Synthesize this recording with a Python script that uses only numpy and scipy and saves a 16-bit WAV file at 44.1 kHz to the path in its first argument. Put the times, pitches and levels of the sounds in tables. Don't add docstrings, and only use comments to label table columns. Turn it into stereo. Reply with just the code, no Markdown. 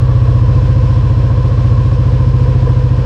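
import sys
import numpy as np
from scipy import signal
from scipy.fft import rfft, irfft, next_fast_len
from scipy.io import wavfile
from scipy.ndimage import uniform_filter1d, minimum_filter1d, map_coordinates

SR = 44100
rng = np.random.default_rng(int(sys.argv[2]) if len(sys.argv) > 2 else 0)


def bounce(signal):
    frames = np.transpose(np.atleast_2d(signal))
    limited = np.clip(frames, -1, 1)
    pcm = np.round(limited * 32767).astype(np.int16)
    wavfile.write(sys.argv[1], SR, pcm)


def volts_from_db(level):
    exponent = np.asarray(level, float) / 20
    return 10 ** exponent


N = 134505
PRE = SR // 2
M = N + PRE


def unit(x):
    return x / np.sqrt(np.mean(x ** 2) + 1e-20)


def along(points, hz):
    f, v = np.transpose(points)
    return np.interp(np.log(hz + 1), np.log(f + 1), v)


def shaped(spectrum):
    return lambda hz: volts_from_db(along(spectrum, hz))


def filtered(x, response):
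    m = next_fast_len(M + SR // 2)
    hz = np.fft.rfftfreq(m, 1 / SR)
    return irfft(rfft(x, m) * response(hz), m)[..., :x.shape[-1]]


def resonant(modes):
    def response(f):
        total = 0
        for k, (center, width, db) in enumerate(modes):
            damping = 1j * f * width
            total = total + (-1) ** k * volts_from_db(db) * damping / (center * center - f * f + damping)
        return total
    return response


def pulses(times, sizes):
    at = np.round(times * SR).astype(int) + PRE
    ok = (at >= 0) & (at < M)
    return np.bincount(at[ok], (sizes + 0 * times)[ok], M)


def wobble(rate):
    knots = rng.standard_normal(int(M * rate / SR) + 4)
    return map_coordinates(knots, [np.arange(M) * rate / SR])


def spread(response):
    # frequency in Hz, likeness of the two sides (1 = identical).
    alike = [(60, 1), (300, .98), (640, .93), (1400, .8), (3100, .5), (6800, .3), (15000, .1)]

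    def mid_side(hz):
        turn = np.arccos(np.clip(along(alike, hz), -1, 1)) / 2
        return response(hz) * [np.cos(turn), np.sin(turn)]

    mid, side = filtered(rng.standard_normal((2, M)), mid_side)
    return unit(np.array([mid + side, mid - side]))


def cycles(t):
    # time in seconds, firings per second.
    speed = [(0.0, 15.588), (0.179, 15.307), (0.359, 15.075), (0.538, 14.405), (0.718, 14.478),
             (0.897, 14.671), (1.076, 14.602), (1.256, 14.863), (1.435, 14.318), (1.615, 15.016),
             (1.794, 14.788), (1.974, 14.382), (2.153, 14.253), (2.332, 14.107), (2.512, 14.129),
             (2.691, 13.941), (2.871, 14.032), (3.05, 14.446)]
    turns = np.cumsum(np.interp(t, *np.transpose(speed))) / SR
    return turns - turns[PRE] - 0.487


def crank(share):
    exhaust_lead_s = 0.0163
    t = (np.arange(M + SR) - PRE) / SR
    return np.interp(np.arange(-8, 48) + share, cycles(t), t) - exhaust_lead_s


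def air():
    # frequency in Hz, level in dB.
    fan_hiss = [(760, -28), (1300, -18), (1530, -7.5), (2090, -6.5), (2580, -5.5), (5270, -12.5),
                (6100, -16.5), (12200, -35.5), (15500, -51)]
    low_rumble = [(100, -60.5), (150, 1.5), (240, 3.5), (265, -11), (310, 5), (350, -25), (600, -22.5),
                  (1500, -93)]
    # frequency in Hz, width in Hz, level in dB.
    whines = [(1891, 25, 1.5), (2371, 25, -1.5), (2620, 41, -4), (3076, 54, -2), (3403, 21, 0),
              (4060, 170, -6.5), (5250, 140, -7), (7700, 560, -17.5)]
    fan_db = -41.5 + 0.2 * wobble(2.4) + 0.77 * wobble(25.41)
    fan = volts_from_db(fan_db) * spread(shaped(fan_hiss))
    rumble = volts_from_db(-37.5 + 0.97 * wobble(21)) * spread(shaped(low_rumble))
    whine_body = lambda f: resonant(whines)(f) / (1 + (f / 9000) ** 6)
    whine = volts_from_db(-47 + 0.83 * wobble(6.7)) * spread(whine_body)
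    return fan + rumble + whine


def clicks():
    # time in seconds, peak level in dB.
    snaps = [
        (0.6294, -45.5),
        (2.127, -40.5),
        (2.475, -45),
        (2.6958, -33),
    ]
    s, db = np.transpose(snaps)
    return filtered(pulses(s, volts_from_db(db + 12.5)), resonant([(11000, 6000, 0)]))


def alternator():
    # order per engine cycle, level in dB.
    orders = [(36, -31.5), (72, -35.5), (108, -51), (180, -58), (216, -57), (360, -64)]
    # frequency in Hz, gain in dB.
    fairing = [(460, 11.5), (505, 0), (560, -5.5), (900, -6), (1040, 0), (1150, -1), (1500, 1)]
    surge, surge_at = 0.041, 0.8
    slip, flutter_db = 0.0024, 3
    pulse_db = 2.5
    turns = cycles((np.arange(M) - PRE) / SR)
    u = 2 * np.pi * (turns - surge_at)
    swing = surge * (np.cos(u) + np.cos(2 * u) / 4) / (2 * np.pi)
    angle = turns - swing + slip * wobble(45)
    swell_db = pulse_db * np.cos(2 * u - 0.4)
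    hum = 0
    for order, db in orders:
        level = volts_from_db(db + flutter_db * wobble(45) + swell_db)
        hum = hum + level * np.sin(2 * np.pi * np.round(order) * angle)
    return filtered(hum, shaped(fairing))


def rattle():
    # frequency in Hz, width in Hz, level in dB.
    casing = [(389, 81, -8.5), (505.5, 61, -2.5), (686.4, 99, -13), (1005.5, 95.4, -8.5),
              (1687, 345, -21.5)]
    # share of the cycle after the exhaust opens, level in dB.
    contacts = [
        (0.032, 5),
        (0.302, -15),
        (.5, -1),
        (0.682, -0.5),
    ]
    tick_db, tick_scatter_db, tick_jitter_s = 8.5, 2.5, 0.0012
    rattle_db, puff_db, puff_t60_s = -29, 0.5, 0.074
    ticks = 0
    for share, db in contacts:
        at = crank(share)
        luck = rng.standard_normal((len(at), 2))
        sizes = volts_from_db(db + tick_scatter_db * luck[:, 1])
        ticks = ticks + pulses(at + tick_jitter_s * luck[:, 0], sizes)
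    decay_s = puff_t60_s / np.log(1000)
    gate = filtered(ticks, lambda f: 1 / (1 + 2j * np.pi * f * decay_s) ** 2)
    puffs = 1 + volts_from_db(puff_db - 2) * gate / gate.mean()
    panels = lambda f: resonant(casing)(f) / (1 + (f / 5000) ** 4)
    belt = spread(panels) * puffs * volts_from_db(0.69 * wobble(3.9))
    return volts_from_db(tick_db) * filtered(ticks, resonant(casing)) + volts_from_db(rattle_db) * unit(belt)


def breathing():
    # frequency in Hz, width in Hz, level in dB.
    muffler = [(61.7, 17.6, 14.5), (106.64, 16.95, 24.5), (126.86, 10.1, 25), (134.9, 2.8, 13.5),
               (175, 18, -9.5), (221.3, 18.4, 8)]
    air_box = [(45.3, 14, 18.5), (61.8, 33.6, 19.06), (119.6, 14, 23.8), (192.4, 58, 2.7)]
    frame = [(157, 36, -2), (192, 30, 0.5), (240.7, 8.7, 2), (293, 12.4, 3.5), (318.1, 10.4, 3.5)]
    # time in seconds, load in dB.
    load = [(0, -0.9), (.4, 0.2), (.7, 0), (1.3, -1.5), (2, -1), (2.3, -0.35), (3.05, -1.8)]
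    thump_db, scatter_db, jitter_s = 31.5, 0.46, 0.000053
    blows = [(0, muffler, 212), (0.02918, air_box, 125), (0.00753, frame, 513)]
    opens = crank(0)
    luck = rng.standard_normal((len(opens), 6))
    load_db = thump_db + np.interp(opens, *np.transpose(load))
    out = 0
    for k, (lag_s, body, soft_hz) in enumerate(blows):
        sizes = volts_from_db(load_db + scatter_db * luck[:, 3 + k])
        train = pulses(opens + lag_s + jitter_s * luck[:, k], sizes)
        out = out + filtered(train, lambda f: resonant(body)(f) / (1 + 1j * f / soft_hz) ** 2)
    return out


def scene():
    # frequency in Hz, left minus right in dB.
    left = [(60, -3.0), (150, -3.0), (380, -3.5), (950, -1.5), (2380, 2), (5980, -3), (15000, -0.5)]
    # frequency in Hz, lead of the left in radians.
    leads = [(60, 0), (400, 0), (860, .3), (1810, -1.2), (2840, -.6), (3400, -1.2), (5200, -.3), (7800, -2)]
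    mix = air() + clicks() + alternator() + rattle() + breathing()

    def sides(hz):
        half = volts_from_db(along(left, hz) / 2) * np.exp(0.5j * along(leads, hz))
        return np.array([half, 1 / half])

    return filtered(mix, sides)[:, PRE:]


def roll_off(x):
    return signal.sosfilt(signal.butter(12, 20000, fs=SR, output="sos"), x)


def record(dry):
    ceiling, hold_s = 1.2, 0.036
    x = filtered(dry, lambda hz: hz < 15600)
    span = int(hold_s * SR)
    need = np.minimum(1, ceiling / (np.abs(x).max(0) + 1e-9))
    x = x * uniform_filter1d(minimum_filter1d(need, span), span)
    return roll_off(np.clip(x, -1, 1))


dry = scene()
out = record(dry)
bounce(out)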